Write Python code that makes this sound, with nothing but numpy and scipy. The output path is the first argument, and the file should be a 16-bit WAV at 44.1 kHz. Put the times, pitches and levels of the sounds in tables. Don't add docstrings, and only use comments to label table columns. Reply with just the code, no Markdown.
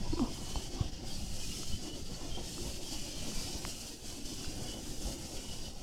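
import sys
import numpy as np
from scipy import signal
from scipy.fft import rfft, irfft, next_fast_len
from scipy.io import wavfile
from scipy.ndimage import map_coordinates

SR = 44100
rng = np.random.default_rng(int(sys.argv[2]) if len(sys.argv) > 2 else 0)


def wrap_up_sound(samples):
    columns = np.atleast_2d(samples).T
    tamed = np.clip(columns, -1, 1)
    steps = np.round(tamed * 32767).astype(np.int16)
    wavfile.write(sys.argv[1], SR, steps)


def field_ratio(decibels):
    return 10 ** (np.asarray(decibels, dtype=float) / 20)


N = 256662

# (time [s], level [dB], brightness [dB])
ROOM_DRONE = [(0, -58, 5.5), (.2, -49.5, -3), (.55, -53.5, 3.5), (.8, -50, -1), (1.2, -55.5, 1),
              (1.7, -54, 0), (2.0, -50.5, -5), (2.25, -54, 4.5), (2.6, -50, -3), (3.2, -55, 4),
              (3.5, -52, 2.5), (3.85, -54.5, -0.5), (4.35, -50.5, -3.5), (4.65, -49.5, 1), (4.9, -49, -4),
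              (5.1, -53, 3), (5.4, -51, -2.5), (5.82, -56.5, 6.5)]


def in_time(rows):
    s, *columns = np.transpose(rows)
    return [np.interp(np.arange(N) / SR, s, c) for c in columns]


def rms_one(x):
    return x / np.sqrt(np.mean(x ** 2) + 1e-20)


def drift(rate):
    r = np.exp(-80 * np.pi * rate / SR)
    sparse = rng.standard_normal(N // 40 + 2002)
    slow = signal.lfilter([1], [1, -2 * r, r * r], sparse)[2000:]
    return np.interp(np.arange(N) / 40, np.arange(len(slow)), rms_one(slow))


def ring(clicks, hz, t60):
    r = field_ratio(-60 / (t60 * SR))
    w = 2 * np.pi * hz / SR
    return signal.lfilter([0, np.sin(w)], [1, -2 * r * np.cos(w), r * r], clicks)


def patchy_noise(spectrum, shared_db, own_db, rate, tilt_db=lambda hz: 0):
    size = next_fast_len(N)
    points = np.array(spectrum)
    point_octave = np.log2(points[:, 0])
    octave = np.log2(np.maximum(np.arange(size // 2 + 1) * SR / size, 1))
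    colour = field_ratio(np.interp(octave, point_octave, points[:, 1]))
    noise = rfft(rng.standard_normal(size)) * colour
    noise /= np.std(irfft(noise, size))
    out = 0
    together = drift(rate)
    for centre in np.arange(point_octave[0], point_octave[-1] + .5, .5):
        triangle = np.maximum(1 - 2 * abs(octave - centre), 0)
        band = irfft(noise * triangle, size)[:N]
        out = out + band * field_ratio(shared_db * together + own_db * drift(rate) + tilt_db(2 ** centre))
    return out


def crunches():
    # (time [s], peak [dB], ring [Hz], brightness [dB])
    cracks = [(0.176, -37, 1300, -22), (0.193, -31, 1130, -13), (0.377, -41, 870, -16),
              (0.556, -28, 950, -22), (0.786, -44, 1100, -16), (1.631, -40.5, 1320, -17),
              (2.579, -40, 1250, -19), (3.316, -43, 1320, -16), (3.65, -30, 1150, -3),
              (4.444, -41, 1500, -10), (4.744, -43, 710, -26), (5.187, -47, 767, -18)]
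    out = np.zeros(N)
    chance = rng.random((len(cracks), 8))
    for (s, peak_db, hz, bright_db), draw in zip(cracks, chance):
        clicks = np.zeros(2000)
        clicks[0] = 1
        later = (SR * (.0004 + .002 * draw[:3])).astype(int)
        clicks[later] = 0.25 * (2 * draw[3:6] - 1)
        t60 = .011 * np.clip(-bright_db / 12, .42, 1.3)
        contact = np.hanning(round(-bright_db * .00004 * SR) + 2)
        high = ring(clicks, 2680, 0.74 * t60)
        high = high - .5 * ring(clicks, 3300, 0.36 * t60) + .6 * ring(clicks, 5000, 0.71 * t60)
        low = ring(signal.lfilter(contact / contact.sum(), 1, clicks), hz, t60)
        crack = low - field_ratio(bright_db + 3.0) * high
        out[round((s + .0010) * SR):][:2000] += field_ratio(peak_db + 4.5) * crack
    return out


def bumps():
    # (time [s], peak [dB], swing [Hz], 60 dB decay [s])
    pushes = [
        (.096, -24, 90.5, .06),
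        (0.221, -22, 29.6, 0.13),
        (0.561, -21.5, 50, 0.062),
        (0.808, -15.5, 104, 0.037),
        (.855, -22, 45, 0.036),
        (1.335, -32.5, 216, 0.053),
        (2.689, -29, 60, 0.06),
        (3.644, -30, 91, 0.034),
        (5.05, -28, 42.5, 0.27),
    ]
    out = np.zeros(N)
    for s, peak_db, hz, t60 in pushes:
        push = np.zeros(8000)
        push[:100] = np.hanning(100) / 50
        out[round(s * SR):][:8000] += field_ratio(peak_db) * ring(push, hz, t60)
    return out


def creak():
    # (time [s], pitch [Hz], level [dB])
    slips = [
        [(.122, 322, -69), (.131, 316, -32.5), (.139, 317, -32.5), (.150, 330, -65)],
        [(.172, 340, -38), (.180, 338, -35), (.187, 359, -45), (.197, 340, -34), (.210, 281, -32),
         (.220, 257, -27), (.234, 233, -31), (.244, 231, -33), (.254, 225, -57)],
    ]
    out = np.zeros(N)
    t = np.arange(N) / SR
    for rows in slips:
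        hz, level_db = in_time(rows)
        sounding = (t > rows[0][0]) & (t < rows[-1][0])
        phase = 2 * np.pi * np.cumsum(hz * sounding) / SR
        tone = np.sin(phase) + .06 * np.sin(2 * phase) + .1 * np.sin(3 * phase) + .03 * np.sin(4 * phase)
        out += sounding * field_ratio(level_db + 2.5 + 2.0 * drift(150)) * tone
    return out


def narrow_bands(rows):
    out = np.zeros(N)
    chance = rng.standard_normal((len(rows), 2, 14000))
    for (s, length, hz, width_hz, level_db), (a, b) in zip(rows, chance):
        size = min(round(length * SR), 12000)
        r = np.exp(-np.pi * width_hz / SR)
        waver = signal.lfilter([1], [1, -2 * r, r * r], a + 1j * b)[2000:2000 + size]
        sagging_hz = hz * (1 - .03 * np.arange(size) / SR)
        carrier = np.exp(2j * np.pi * np.cumsum(sagging_hz) / SR)
        band = np.sqrt(np.hanning(size)) * rms_one((waver * carrier).real)
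        out[round(s * SR):][:size] += field_ratio(level_db) * band
    return out


def rubs():
    # (time [s], length [s], centre [Hz], width [Hz], level [dB])
    strokes = [
        (0.061, 0.019, 960, 40, -48),
        (0.103, 0.098, 993, 30, -54.5),
        (0.198, 0.11, 1005, 250, -48),
        (0.307, 0.28, 1075, 300, -61),
        (0.759, 0.092, 1080, 250, -55),
    ]
    return narrow_bands(strokes)


def rumble():
    # (time [s], level [dB])
    hand = [(0.0, -42.5), (0.52, -44.5), (0.79, -45), (1.47, -44.5), (1.88, -47.5), (2.16, -45),
            (2.98, -47.5), (3.52, -43.5), (3.81, -52.5), (4.3, -48.5), (4.47, -45), (4.81, -47.5),
            (5.25, -47.5), (5.82, -45.5)]
    # (frequency [Hz], density [dB per Hz])
    tremor_colour = [(4, -3.5), (7, 2), (20, 0), (30, -12), (45, -11), (80, -13.5), (150, -16), (215, -18),
                     (250, -34), (330, -85)]
    # (frequency [Hz], density [dB per Hz])
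    drone_colour = [(130, -28), (225, -2.5), (290, 0), (324, -2.5), (360, -1.5), (417, -10.5), (514, -8.5),
                    (648, -13), (745, -11), (1070, -21), (1200, -26), (1560, -49), (2640, -120)]
    (tremor_db,) = in_time(hand)
    drone_db, upper_db = in_time(ROOM_DRONE)
    duck_db = ducking()
    tremor = patchy_noise(tremor_colour, shared_db=2.5, own_db=2.5, rate=17.0)
    tremor = field_ratio(tremor_db + 0.79 * duck_db + 4.5) * tremor
    drone = patchy_noise(drone_colour, shared_db=1.72, own_db=1.1, rate=12.3,
                         tilt_db=lambda hz: upper_db * (hz > 420))
    drone = mottled(drone, depth_db=2.5, patch_hz=60, patch_s=.07)
    return tremor + field_ratio(drone_db + 0.84 * duck_db + 3.0) * drone


def hiss():
    # (time [s], level [dB], brightness [dB])
    swell = [(0, -51.5, -6.5), (.33, -48.5, -3), (.35, -48, 1.5), (.63, -48.5, -1), (.85, -49, -11),
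             (1.02, -51, -14), (1.08, -48, 1), (1.3, -49, 0.5), (1.62, -44, 1.5), (1.82, -49, -2),
             (2.38, -50, -3.5), (2.5, -46, 2.5), (3.1, -47, 0), (3.42, -44.5, 1), (3.8, -48, 3),
             (4.6, -48, 0.5), (5.0, -49, 4), (5.82, -48, -1.5)]
    # (frequency [Hz], density [dB per Hz])
    hiss_colour = [(650, -16), (1100, -23.5), (1340, -8.5), (1590, -12), (2310, -9), (2950, 0), (3940, -6),
                   (4450, 0), (5090, 1.5), (7930, -4), (14100, -20), (15600, -23.5)]
    hiss_db, bright_db = in_time(swell)
    drone_db, upper_db = in_time(ROOM_DRONE)
    duck_db = ducking()
    top_db = bright_db + 0.1 * duck_db
    room_db = drone_db + upper_db
    valley_db = 1 + (0.36 - 1) * (hiss_db - hiss_db.mean()) + 0.37 * (room_db - room_db.mean())

    def tilt_db(hz):
        return top_db * np.clip(np.log2(hz / 6000) / .6, 0, 1) + valley_db * (hz < 2300)

    noise = patchy_noise(hiss_colour, shared_db=0.78, own_db=0.72, rate=20.5, tilt_db=tilt_db)
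    return field_ratio(hiss_db + duck_db + 0.73) * mottled(noise, depth_db=3.0, patch_hz=50, patch_s=.12)


def whistles():
    # (time [s], length [s], pitch [Hz], level [dB])
    calls = [(0.106, .07, 4380, -52), (0.473, 0.23, 3050, -58), (0.523, 0.086, 4380, -53),
             (1.065, 0.076, 3230, -53), (1.093, 0.087, 4620, -48.5), (1.397, 0.036, 3170, -52),
             (1.476, 0.07, 2850, -54), (1.679, 0.13, 3040, -53.5), (1.809, 0.2, 2960, -54),
             (2.131, 0.047, 4430, -51), (2.287, 0.13, 3180, -49.5), (2.822, 0.15, 3190, -56),
             (2.848, 0.2, 2970, -59), (2.897, 0.064, 4600, -48), (3.258, .12, 3010, -56),
             (3.348, 0.15, 4880, -52), (3.499, .06, 2980, -54), (3.524, 0.067, 6000, -49),
             (4.37, 0.077, 3000, -57), (4.65, 0.16, 2990, -52), (5.04, 0.18, 2870, -60),
             (5.065, .08, 4350, -58), (5.346, 0.28, 2934, -54), (5.633, 0.065, 2990, -53.5)]
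    rows = []
    for s, length, hz, level_db in calls:
        width_hz = 100 * (hz / 3000) ** 3.2
        rows.append((s, length, hz, width_hz, level_db))
    return narrow_bands(rows)


def self_noise():
    band = signal.butter(1, [5000, 11000], "band", fs=SR, output="sos")
    return field_ratio(-66.0) * rms_one(signal.sosfilt(band, rng.standard_normal(N)))


def mottled(x, depth_db, patch_hz, patch_s):
    cells = signal.stft(x, nperseg=1024)[2]
    field = rng.standard_normal(cells.shape)
    pitch = np.arange(cells.shape[0])[:, None] * SR / 1024 / patch_hz + 0 * field
    time = np.arange(cells.shape[1]) * 512 / SR / patch_s + 0 * field
    field = rms_one(map_coordinates(field, [pitch, time], order=1, mode="wrap"))
    field *= np.clip(np.linspace(2, -2.5, len(field)), .35, 1)[:, None]
    patched = signal.istft(cells * field_ratio(depth_db * field), nperseg=1024)[1][:N]
    return rms_one(patched) * np.std(x)


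def ducking():
    # (time [s], length [s], gain [dB])
    ducks = [(.70, 0.068, -3), (.91, 0.03, -5), (1.004, 0.14, -2.5), (1.287, .12, -1.5), (1.652, .06, -3),
             (1.77, 0.11, -2), (1.922, 0.062, -4), (2.04, 0.072, -3), (2.20, 0.056, -1.5),
             (2.613, 0.1, -1.5), (2.72, .06, 0.5), (2.789, 0.14, -3), (2.936, .05, 3), (3.587, 0.13, -2.5),
             (3.687, .06, 4), (3.754, 0.11, -1.5), (3.99, 0.16, -5.5), (4.208, 0.14, -4),
             (4.81, 0.19, -1.5), (4.965, 0.069, -2.5), (5.093, 0.09, 2), (5.17, 0.064, -3),
             (5.273, .08, -2.5), (5.457, 0.13, -2), (5.544, 0.073, 1.5), (5.603, 0.065, -2),
             (5.748, .14, -7.5), (5.83, 0.066, -7)]
    s, length, gain_db = np.transpose(ducks)[:, :, None]
    t = np.arange(0, N + 64, 64) / SR
    bells = gain_db * np.cos(np.pi * np.clip((t - s) / length / 1.25, -.5, .5)) ** 2
    return np.interp(np.arange(N) / SR, t, bells.sum(axis=0))


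def scene():
    near = crunches() + bumps() + creak() + rubs()
    background = rumble() + hiss() + whistles() + self_noise()
    return np.tile(near + background, (2, 1))


def roll_off(x):
    return signal.sosfilt(signal.butter(12, 15760, fs=SR, output="sos"), x)


def record(dry):
    return roll_off(dry - .001)


dry = scene()
out = record(dry)
wrap_up_sound(out)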